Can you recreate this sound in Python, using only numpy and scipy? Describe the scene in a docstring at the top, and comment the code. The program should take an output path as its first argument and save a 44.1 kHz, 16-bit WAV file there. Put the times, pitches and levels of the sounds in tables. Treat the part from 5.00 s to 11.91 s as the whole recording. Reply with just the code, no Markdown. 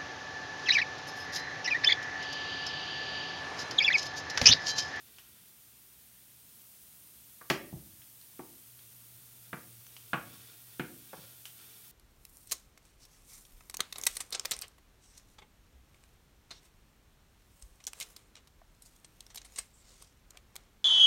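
"""A small frying pan of shrimp is set down on a glass cooktop and stirred with a wooden spatula.
Each knock excites damped modes of the loaded pan and of the hollow stove top; the kitchen reverberates.
Wet slips rustle as random grains, and garlic sizzles faintly in oil in a nearer pan as shaped noise.
The stove hums as a wavering sine over a soft rush of room noise. One microphone, close by."""
import sys
import numpy as np
from scipy import signal
from scipy.fft import rfft, irfft
from scipy.io import wavfile
from scipy.ndimage import uniform_filter1d

SR = 44100
rng = np.random.default_rng(int(sys.argv[2]) if len(sys.argv) > 2 else 0)


def generate_wav(sig):
    """Save sig (samples, or channels by samples) to the path in sys.argv[1] as 16-bit PCM at SR."""
    pcm = np.round(np.clip(np.atleast_2d(sig).T, -1, 1) * 32767).astype(np.int16)
    wavfile.write(sys.argv[1], SR, pcm)


N = 304863

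# modes of the pan, damped by its food: mode_hz, width_hz, relative level_db
PAN_MODES = [(444, 39, 0), (498, 26, 1.5), (664, 46, 4.5), (741, 32, 7), (753, 22, 7.5), (886, 17, 4),
             (1030, 19, -11.5), (1133, 37, 5.5), (1200, 50, -1.5), (1274, 39, -1.5), (1400, 100, 0.5),
             (1488, 15.5, 4), (1564, 34, -4.5), (1710, 57, -1), (1890, 64, -6), (2007, 140, -0.5),
             (2336, 22, 0.5), (2434, 31, 1), (2630, 53, -22), (2835, 78, -4), (2890, 34, -20),
             (3190, 22, -6), (3560, 100, -4), (4120, 74, 2.5), (4590, 68, -4.5), (5400, 68, -11),
             (5480, 62, -1), (6900, 160, 2.5)]


def from_db(db):
    """Decibels to an amplitude ratio."""
    return 10 ** (np.asarray(db) / 20)


def rms_one(x):
    """Normalise the effective (root-mean-square) value to 1."""
    return x / np.sqrt(np.mean(x ** 2) + 1e-20)


def at_hz(points, hz):
    """A table of (hz, value) rows interpolated on a log-frequency axis."""
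    points = np.array(points)
    return np.interp(np.log(hz + 1e-3), np.log(points[:, 0]), points[:, 1])


def butter(x, hz, kind, order=2):
    """Butterworth filter: maximally flat passband; its edges are kept between 10 Hz and 0.45 SR."""
    edges = np.clip(hz, 10, .45 * SR)
    return signal.sosfilt(signal.butter(order, edges, kind, fs=SR, output="sos"), x)


def coloured(x, spectrum):
    """Spectral shaping: a steady sound weighted by a (hz, level_db) table; rms 1."""
    gain = from_db(at_hz(spectrum, np.fft.rfftfreq(N, 1 / SR)))
    return rms_one(irfft(rfft(x) * gain, N))


def drift(rate):
    """Slow random fluctuation with rms 1: straight lines between chance values, `rate` of them a second."""
    knots = rng.standard_normal(1000)
    return rms_one(np.interp(np.arange(N) / SR * rate, np.arange(len(knots)), knots))


def swell(middle_s, length_s):
    """Gaussian envelope: a smooth rise and fall of height 1."""
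    return np.exp(-(2 * (np.arange(N) / SR - middle_s) / length_s) ** 2)


def resonance(x, hz, width):
    """Damped oscillator: a two-pole resonance with gain 1 at its peak; width in Hz."""
    r = np.exp(-np.pi * width / SR)
    zeros = np.array([1, 0, -1]) * (1 - r * r) / 2
    poles = [1, -2 * r * np.cos(2 * np.pi * hz / SR), r * r]
    return signal.lfilter(zeros, poles, x + 1e-18)


def body(x, modes, spread_db):
    """Modal superposition: parallel modes of alternating sign share each excitation a little differently."""
    chance_db = rng.standard_normal(len(modes)) * spread_db
    total = 0
    for k, (hz, width, db) in enumerate(modes):
        total = total + (-1) ** k * from_db(db + chance_db[k]) * resonance(x, hz, width)
    return total


def burst(t60, rise_s=1e-5, even_hz=45, size=SR * 2 // 3, count=4):
    """High modal density: countless modes or reflections merge into dying noise, even in spectrum, energy 1."""
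    t = np.arange(1, size + 1) / SR
    fade = from_db(-60 * t / t60) * (1 - np.exp(-(t / rise_s) ** 2)) + 1e-9
    x = rng.standard_normal(size) * fade
    # level the spectrum and restore the fade by turns
    for _ in range(count):
        spectrum = rfft(x)
        power = uniform_filter1d(np.abs(spectrum) ** 2, max(1, round(even_hz * size / SR)))
        x = irfft(spectrum / np.sqrt(power + 1e-20), size)
        x = fade * x / np.sqrt(np.abs(uniform_filter1d(x ** 2, size=256)) + 1e-12)
    return x / np.sqrt(np.sum(x ** 2))


def grains(per_s, spread_db):
    """Random impulse train: tiny pops of either sign at chance times, uneven by spread_db; rms 1."""
    sizes = from_db(spread_db * np.minimum(rng.exponential(1, N), 5)) * rng.choice([-1, 1], N)
    return rms_one(sizes * (rng.random(N) < per_s / SR))


def add(out, s, x):
    """Linear superposition of a sound that starts at s seconds."""
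    start = round(s * SR)
    out[start:start + len(x)] += x[:N - start]


def knocks(dense_db=-3.0, dense_t60=0.073, crack_db=-15.5, crack_t60=0.08, crack_hz=5500,
           stove_spread_db=-24.0, push_db=0.0, tap_db=-11.5):
    """Impact excitation: wood or cooktop meets the pan, a dry tap and short ring over the stove's thump."""
    # knocks of pan and spatula; the spot struck favours one range of the pan's modes,
    # a second above it, and one of the stove top's; levels are relative:
    # start_s, pan_db, contact_cutoff_hz, spot_hz, spot_lift_db, upper_lift_db, stove_db, stove_range_hz
    knock_rows = [(2.4126, -15, 1900, 1170, 7, 3.5, -19, 352), (2.5003, 3.5, 5840, 1810, 10, 6, 12.5, 124),
                  (2.506, -1.5, 2980, 636, 11, 9.5, 17.5, 378), (2.728, -18, 1020, 520, 4, 5, 9, 133),
                  (2.759, -19, 603, 397, 8, 6, 5.5, 74), (3.393, -16, 2300, 850, 14, 1.5, 2, 313),
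                  (4.530, -4.5, 2600, 1340, 9, 0.5, 5, 194), (5.1324, 1.5, 2880, 1410, 10, 7.5, 12, 163),
                  (5.1411, -7.5, 2470, 740, 11, 14.5, -13, 222), (5.796, -1, 3000, 1420, 7.5, 4, 12, 223),
                  (6.131, -10, 2010, 530, 12.5, 3, -8.5, 170), (6.179, -26, 1200, 500, 1, -5, -7, 160)]
    # modes of the hollow stove top: mode_hz, width_hz, relative level_db
    stove_modes = [(44.8, 25, -15), (73.4, 27, -7.5), (98, 38, -13), (141.7, 28, 9), (175.5, 30, 5),
                   (232, 33.3, 5), (244.6, 24.6, 6.5), (318.7, 19.8, 9.5), (331, 86, 6.5), (393.6, 47, 1.5)]
    upper_ratio = 1.615  # centre of the upper range over the spot's
    spot_width, stove_width = .26, 0.73  # width of a favoured range over its centre

    out = np.zeros(N)
    for s, pan_db, contact_hz, spot_hz, spot_db, upper_db, stove_db, stove_hz in knock_rows:
        dense = burst(dense_t60)
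        blow = signal.unit_impulse(len(dense))
        ring = body(blow, PAN_MODES, spread_db=.8)
        ring = ring + butter(from_db(dense_db) * dense + from_db(tap_db) * blow, 310, "high")
        for hz, lift_db in (spot_hz, spot_db), (upper_ratio * spot_hz, upper_db):
            ring = ring + (from_db(lift_db) - 1) * resonance(ring, hz, spot_width * hz)
        # a soft contact leaves out the high modes; a harder one cracks more strongly
        crack = from_db(crack_db) * (contact_hz / crack_hz) ** 2 * burst(crack_t60)
        add(out, s, from_db(pan_db) * (butter(ring, contact_hz, "low", order=5) + crack))
        # the stove top gives way under the push and booms
        boom = body(blow, stove_modes, spread_db=1.0)
        thump = boom + from_db(push_db) * butter(blow, 338, "low")
        favoured = resonance(thump, stove_hz, stove_width * stove_hz)
        add(out, s, from_db(stove_db) * (from_db(stove_spread_db) * thump + favoured))
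    return out


def ticks(ring_width_hz=450, ring_db=6.5, dry_db=-4.5, thin_hz=950):
    """Selective excitation: light touches snap and wake mostly one group of the pan's high modes."""
    # light ticks and wet snaps, levels relative:
    # start_s, level_db, main_ring_hz, brightness_hz, t60_s, first_snap_db
    tick_rows = [(0.185, -18.5, 3100, 4570, 0.076, -2), (3.018, -24.5, 3150, 3870, 0.042, -14),
                 (3.214, -33, 4280, 8000, 0.033, 5), (3.792, -30, 3350, 3460, 0.068, 3.5),
                 (4.867, -26.5, 5960, 7500, 0.039, -1), (4.966, -17.5, 3120, 5500, 0.059, -3),
                 (6.455, -14.5, 3000, 15200, 0.11, -5.5)]
    out = np.zeros(N)
    for s, db, ring_hz, bright_hz, t60, snap_db in tick_rows:
        touch = burst(t60)
        touch = touch + from_db(snap_db) * signal.unit_impulse(len(touch))
        ring = from_db(ring_db) * resonance(touch, ring_hz, ring_width_hz)
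        touch = from_db(dry_db) * (touch + ring)
        add(out, s, from_db(db) * butter(butter(touch, thin_hz, "high"), bright_hz, "low"))
    return out


def stirring(ring_db=3.0):
    """Stick-slip friction as random grains: clumps of wet little slips, partly ringing in the pan."""
    # the shrimp slide as the pan is tilted or the spatula pushes them: middle_s, length_s, level_db
    slide_rows = [(.1, 1, -66.5), (4.206, 0.12, -72), (5.39, 0.95, -64.5), (6.177, .25, -60.5),
                  (6.635, .11, -59)]
    # spectrum of the wet rustle: frequency_hz, relative level_db per Hz
    rustle_spectrum = [(150, 4), (380, 6.5), (520, -7), (1500, -0.5), (3200, 7), (5000, 2), (9000, -6.5),
                       (16000, -20)]
    # once the spatula is in the pan, the wet rustle grows steadily
    start_s, start_db, rise_db_per_s = 3.3, -75.5, 3.0

    stirred_s = np.arange(N) / SR - start_s
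    steady = from_db(start_db + rise_db_per_s * stirred_s) * (stirred_s > 0)
    slide_power = sum((from_db(db) * swell(s, length_s)) ** 2 for s, length_s, db in slide_rows)
    level = np.sqrt(steady ** 2 + slide_power)
    slips = grains(per_s=2500, spread_db=0.0) * from_db(2.0 * drift(rate=26))
    ring = from_db(ring_db) * body(slips, PAN_MODES, spread_db=2.5)
    return level * coloured(slips + ring, rustle_spectrum)


def sizzle(pops_db=-6.0):
    """Bubble noise: a fine hiss of countless tiny bubbles, with single ones bursting through."""
    # spectrum of the hot oil: frequency_hz, relative level_db per Hz
    oil_spectrum = [(500, -14), (1300, -14.5), (2100, -15.5), (3300, -9.5), (4200, -9), (6500, -5),
                    (7700, -6), (8400, 0), (10200, -1.5), (11500, 0.4), (14000, 1.5), (16000, 0.5)]
    start_db, rise_db_per_s = -55, 0.2546  # the hot oil slowly livens up
    # at first the small pan is held over the oil and screens it, until it is swung away
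    screen_loss_db, screen_off_s, swing_s = 2, 1.48, 0.2

    t = np.arange(N) / SR
    screened = np.clip(.5 - (t - screen_off_s) / swing_s, 0, 1)
    level_db = start_db + rise_db_per_s * t - screen_loss_db * screened
    bubbles = rng.standard_normal(N) + from_db(pops_db) * grains(per_s=3500, spread_db=4.0)
    return from_db(level_db) * coloured(bubbles, oil_spectrum)


def near_walls(x):
    """Comb filtering: a few early echoes ripple the spectrum."""
    # stove panel and wall throw the sound back: delay_s, level_db
    echo_rows = [(.0019, -33), (.0043, -27.5), (.0089, -10.5)]
    n = np.arange(N)
    echoes = sum(from_db(db) * np.interp(n - round(delay * SR), n, x, left=0) for delay, db in echo_rows)
    return x + echoes


def kitchen(x, build_s=0.0067):
    """Reverberation by convolution: diffuse reflections build up, then die away, the lows last."""
    # the tail by bands: low_hz, high_hz (limited to 0.45 SR), t60_s, relative level_db,
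    # even_hz (width over which its spectrum is even)
    tail_bands = [(49.7, 166, 1, -5.5, 8), (198, 597, 0.54, -5, 10.5), (500, 1130, 0.39, -7, 25),
                  (1080, 3200, 0.37, -7, 44), (3620, 28000, 0.26, -5, 52)]
    response = 0
    for low, high, t60, db, even_hz in tail_bands:
        tail = burst(t60, build_s, even_hz)
        response = response + from_db(db) * butter(tail, [low, high], "band", order=3)
    return signal.fftconvolve(x, response)[:N]


def background(air_db=-65.5):
    """Phase and amplitude modulation: the stove's wavering hum over the soft rush of the room."""
    # spectrum of the room's rush: frequency_hz, relative level_db per Hz
    air_spectrum = [(25, -34), (60, 3), (115, -4.5), (200, -0.5), (300, -7.5), (500, -13), (1000, -13.5),
                    (2100, -12), (3300, -10), (4400, -13.5), (8000, -20)]
    # the hum idles, and swells once
    hum_hz, idle_db, swell_db, swell_s, swell_length_s = 119, -76.0, -67, 5.22, 3.23

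    phase = 2 * np.pi * hum_hz * np.arange(N) / SR + .8 * drift(rate=22)
    waver_db = 2.2 * drift(rate=20)
    level = from_db(idle_db) + from_db(swell_db) * swell(swell_s, swell_length_s)
    hum = np.sqrt(2) * np.sin(phase) * level * from_db(waver_db)
    return hum + from_db(air_db) * coloured(rng.standard_normal(N), air_spectrum)


def scene():
    """Superposition: blows sound in the room over the steady sounds; both channels carry the same signal."""
    blows = knocks() + ticks()
    close_sounds = near_walls(stirring() + sizzle())
    mono = blows + kitchen(blows) + close_sounds + background()
    return np.array([mono, mono])


def record(dry):
    """Band limiting: the microphone drops the deepest bass; the top is cut steeply."""
    top = signal.ellip(12, .1, 80, 15850, fs=SR, output="sos")  # cut-off in Hz
    return signal.sosfilt(top, butter(dry, 42, "high"))


dry = scene()
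out = record(dry)
generate_wav(out)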